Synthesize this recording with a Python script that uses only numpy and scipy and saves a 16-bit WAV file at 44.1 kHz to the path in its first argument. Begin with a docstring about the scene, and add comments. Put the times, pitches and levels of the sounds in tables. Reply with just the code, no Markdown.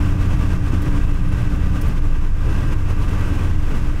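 """A deep, throbbing boom fills a bus as a slushy road shakes its body.
The diesel engine hums under load, then eases off after about two seconds, while the drive
shaft, gears and axle drone along. The hiss and roar of the wet tyres keep dipping and coming back.
A loose fitting ticks and squeaks faintly, and a limiter holds the loudest rumbles down."""
import sys
import numpy as np
from scipy import signal
from scipy.fft import rfft, irfft
from scipy.io import wavfile

SR = 44100
rng = np.random.default_rng(int(sys.argv[2]) if len(sys.argv) > 2 else 0)


def transcribe(u):
    """Save the signal u as a 16-bit wav file named by the first command-line argument.

    u: samples, shape (n,) or (channels, n), limited to [-1, 1]; the rate is SR.
    q: integer samples, one column per channel.
    """
    v = np.clip(np.atleast_2d(u).T, -1, 1)
    q = np.round(v * 32767).astype(np.int16)
    wavfile.write(sys.argv[1], SR, q)


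N = 176400
TIME = np.arange(N) / SR


def from_db(db):
    """Turn decibels into a number to multiply a sound by."""
    return 10 ** (np.asarray(db) / 20)


def rms_one(x):
    """Scale a signal so its average strength (rms) is one."""
    return x / np.sqrt(np.mean(x ** 2) + 1e-20)


def in_time(rows):
    """Join (time_s, value) points with straight lines."""
    return np.interp(TIME, *np.transpose(rows))


def drift(rate_hz):
    """A smooth random wander of about one either way; a higher rate moves faster."""
    step, warm_up = 40, 2000
    r = np.exp(-2 * np.pi * step * rate_hz / SR)
    noise = rng.standard_normal(N // step + warm_up + 2)
    slow = signal.lfilter([1], [1, -2 * r, r * r], noise)[warm_up:]
    return np.interp(np.arange(N) / step, np.arange(len(slow)), rms_one(slow))


def coloured(points):
    """Noise shaped by (pitch_hz, relative_db) points, fading steeply beyond both ends."""
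    hz, db = np.transpose(points)
    f = np.maximum(np.arange(N // 2 + 1) * SR / N, 1)
    edges = 1 / np.sqrt((1 + (hz[0] / 2 / f) ** 8) * (1 + (f / hz[-1] / 2) ** 8))
    shape = from_db(np.interp(np.log(f), np.log(hz), db))
    return rms_one(irfft(rfft(rng.standard_normal(N)) * edges * shape, N))


def resonant(hz, width_hz):
    """Noise that rings around one pitch; the narrower, the more like a note."""
    r = np.exp(-np.pi * width_hz * np.sqrt(2) / SR)
    ring = [1 - r, 0, r - 1, 1, -2 * r * np.cos(2 * np.pi * hz / SR), r * r]
    return rms_one(signal.sosfilt([ring, ring], rng.standard_normal(N + SR))[SR:])


def loose_fitting():
    """A loose part scuffs, making short bright ticks and tiny squeaks."""
    # each tick: start_s, level_db
    ticks = [(.817, -43.5), (1.811, -38.5), (1.880, -55)]
    # tone of the ticks: pitch_hz, relative_db
    tick_colour = [(3000, -15), (5500, -1), (8000, -4), (11000, 0), (13000, -2), (15500, -3.5)]
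    # each squeak: peak_s, pitch_hz, level_db
    squeaks = [(1.289, 9600, -51), (1.325, 10300, -58), (1.884, 13550, -46), (1.884, 10300, -51)]
    rise_s, hold_s, fade_s, squeak_s = .003, .0049, .053, .0048
    tick_level = squeaking = 0
    for start_s, db in ticks:
        fade_db = 60 * np.maximum(TIME - start_s - rise_s - hold_s, 0) / fade_s
        tick_level += from_db(db - fade_db) * np.clip((TIME - start_s) / rise_s, 0, 1)
    for peak_s, hz, db in squeaks:
        pulse = np.exp(-((TIME - peak_s) / squeak_s) ** 2)
        squeaking += from_db(db) * pulse * resonant(hz, width_hz=250)
    return tick_level * coloured(tick_colour) + squeaking


def gears_and_axle(load, shift_db):
    """Gears and axle give unsteady hums that dip and recover along with the hiss and rumble."""
    # each hum: pitch_hz, width_hz, loaded_db, coasting_db
    hums = [(298.3, 4.1, -43.5, -40.5), (282.7, 4.4, -44, -44), (247.2, 7.1, -43, -49.5)]
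    out = 0
    for hz, width_hz, loaded_db, coasting_db in hums:
        out += from_db(coasting_db + load * (loaded_db - coasting_db)) * resonant(hz, width_hz)
    return from_db(1.36 * shift_db) * out


def tyres(average_db, shift_db):
    """Wet tyres roar and throw spray that rings in the panels; it all dips and recovers together."""
    # roar through the floor: pitch_hz, relative_db
    roar_colour = [(90, 1.5), (140, -0.5), (195, -0.5), (235, -8.5), (295, -2.5), (360, -9), (450, -12),
                   (600, -16), (900, -27)]
    # spray off the tyres: pitch_hz, relative_db
    spray_colour = [(400, -7), (750, -2), (1000, 5), (1400, 0), (1750, -5.5), (2200, -4), (2800, -5),
                    (3400, -9.5), (4300, -15.5), (5400, -13.5), (7500, -17), (10000, -21.5), (12500, -24),
                    (15500, -28.5)]
    # ringing panels: pitch_hz, width_hz, relative_db
    panels = [(1182, 62, -9), (1554, 137, -8), (1920, 61, -15), (2624, 160, -14.5)]
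    roar_db, spray_db = 8.5, -1.5  # added to the average level
    waver_db = shift_db + .42 * drift(30)
    roar = from_db(roar_db + .92 * waver_db) * coloured(roar_colour)
    spray = from_db(spray_db + .7 * drift(60)) * coloured(spray_colour)
    ringing = sum(from_db(db) * resonant(hz, width_hz) for hz, width_hz, db in panels)
    return from_db(average_db) * (roar + from_db(waver_db) * (spray + ringing))


def drive_shaft():
    """The spinning shaft makes a wavering drone that sinks as the bus slows."""
    # the drone swelling and fading: time_s, level_db
    drone_levels = [(0, -20), (.2, -23), (.45, -29), (.8, -24), (1.05, -30), (1.35, -27), (1.6, -23),
                    (1.9, -32), (2.2, -30), (2.5, -27), (2.8, -21.5), (3.05, -28), (3.35, -21.5),
                    (3.7, -24.5), (4, -30)]
    start_hz, sink_hz_per_s, wobble = 87.7, .5975, .01202
    hz = (start_hz - sink_hz_per_s * TIME) * (1 + wobble * drift(6.05))
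    level = from_db(in_time(drone_levels) + 2 * drift(5.5))
    return level * np.sqrt(2) * np.sin(2 * np.pi * np.cumsum(hz) / SR)


def engine(load):
    """The diesel hums at multiples of its firing rate; the higher notes fade most as it eases off."""
    # how fast the cylinders fire: time_s, rate_hz
    firing = [(0, 58.52), (.6, 58.16), (1.3, 58.06), (2.0, 58.06), (2.6, 57.74), (3.3, 57.6), (4, 57.63)]
    # engine notes: multiple, loaded_db, coasting_db
    notes = [(1, -27, -30), (2, -29.5, -40), (3, -31.5, -52.5), (5, -35.5, -51.5)]
    wobble = .0015
    phase = 2 * np.pi * np.cumsum(in_time(firing) * (1 + wobble * drift(2.42))) / SR
    out = 0
    for multiple, loaded_db, coasting_db in notes:
        level = from_db(coasting_db + load * (loaded_db - coasting_db) + drift(3.6))
        out += level * np.sqrt(2) * np.sin(multiple * phase + 2 * np.pi * rng.random())
    return out


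def bus_body(shift_db):
    """The body bounces at a very low, wandering note; the road shakes it into a booming rumble."""
    # strength of the bounce: time_s, level_db
    bounce_levels = [(0, -21.5), (.7, -20.5), (1.15, -16), (1.5, -19.5), (1.85, -20.5), (2.05, -15),
                     (2.35, -15.5), (2.55, -22), (2.85, -16), (3.2, -22), (3.55, -17), (4, -18.5)]
    # booms of the cabin air: pitch_hz, width_hz, level_db
    air_booms = [(37.4, 10.4, -26.5), (82.4, 23, -30.5)]
    # bumps in the road: peak_s, level_db
    bumps = [(.05, -28.5), (.25, -31), (.43, -30), (.73, -34), (.87, -29.5), (1.88, -30), (2.47, -27),
             (3.75, -27.5)]
    # tone of the bumps: pitch_hz, relative_db
    bump_colour = [(110, 3), (190, 1), (300, -3), (450, -12.5), (700, -23.5)]
    # tone of the road rumble: pitch_hz, relative_db
    rumble_colour = [(8, -1.5), (25, -5), (45, -1), (68, -4.5), (95, -7.5), (130, -6.5), (180, -17),
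                     (240, -22), (400, -42)]
    bounce_hz, wobble, bump_s = 20.52, .0876, .038
    phase = 2 * np.pi * np.cumsum(bounce_hz * (1 + wobble * drift(5.9))) / SR
    bounce = from_db(in_time(bounce_levels) + .8 * drift(5.3)) * np.sqrt(2) * np.sin(phase)
    booms = sum(from_db(db) * resonant(hz, width_hz) for hz, width_hz, db in air_booms)
    bump_level = sum(from_db(db) * np.exp(-((TIME - peak_s) / bump_s) ** 2) for peak_s, db in bumps)
    thuds = bump_level * coloured(bump_colour)
    rumble = from_db(-23) * coloured(rumble_colour)
    return bounce + thuds + from_db(.6 * shift_db) * (booms + rumble)


def scene():
    """Everything as heard from a window seat."""
    # the hiss dipping and recovering; roar, hums and rumble follow it: time_s, level_db
    hiss_levels = [(0.0, -35), (0.06, -35), (0.18, -40), (0.22, -34), (0.28, -38), (0.34, -33.5),
                   (0.36, -39), (0.44, -35), (0.48, -39.5), (0.52, -34), (0.6, -42), (0.68, -35.5),
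                   (0.7, -39.7), (0.74, -33.5), (0.8, -40), (0.88, -35), (0.9, -39.5), (0.98, -34.5),
                   (1.0, -38), (1.16, -39.4), (1.22, -41.5), (1.24, -39.5), (1.3, -42.5), (1.34, -34),
                   (1.46, -38), (1.56, -37.3), (1.58, -40.7), (1.68, -37), (1.72, -42), (1.76, -34),
                   (1.8, -39), (1.9, -34), (1.94, -41), (1.98, -37.5), (2.0, -44.5), (2.08, -38),
                   (2.1, -43), (2.16, -39.1), (2.2, -42.5), (2.25, -40), (2.31, -45.7), (2.51, -35.5),
                   (2.71, -38), (2.73, -33.5), (2.75, -41), (2.85, -41), (2.91, -35.9), (2.95, -41),
                   (3.03, -35.3), (3.07, -40.3), (3.09, -36), (3.45, -35.5), (3.57, -42), (3.77, -35),
                   (3.83, -40), (3.87, -38), (3.95, -40.5), (4.0, -38.5)]
    ease_middle_s, ease_length_s = 1.957, .38
    load = np.clip(.5 - (TIME - ease_middle_s) / ease_length_s, 0, 1)  # 1 pulling, 0 coasting
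    hiss_db = in_time(hiss_levels)
    average_db = hiss_db.mean()
    shift_db = hiss_db - average_db
    machinery = gears_and_axle(load, shift_db) + engine(load) + drive_shaft()
    return (machinery + bus_body(shift_db) + tyres(average_db, shift_db) + loose_fitting())[None]


def record(dry):
    """A limiter quickly turns down the loudest peaks, and the highest treble is cut."""
    limit_db, recover_db_per_s, react_s, cutoff_hz = -7.5, 72, .0015, 15700
    over_db = np.maximum(20 * np.log10(np.abs(dry[0]) + 1e-9) - limit_db, 0)
    ramp_db = recover_db_per_s * TIME
    dip_db = np.maximum.accumulate(over_db + ramp_db) - ramp_db  # jumps at a peak, then lets go
    r = np.exp(-1 / (react_s * SR))
    smooth_dip_db = signal.lfilter([1 - r], [1, -r], dip_db)
    fade_in = np.minimum(TIME / .004, 1)
    treble_cut = signal.ellip(12, .1, 90, cutoff_hz, fs=SR, output="sos")
    return signal.sosfilt(treble_cut, dry * from_db(-smooth_dip_db) * fade_in)


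dry = scene()
out = record(dry)
transcribe(out)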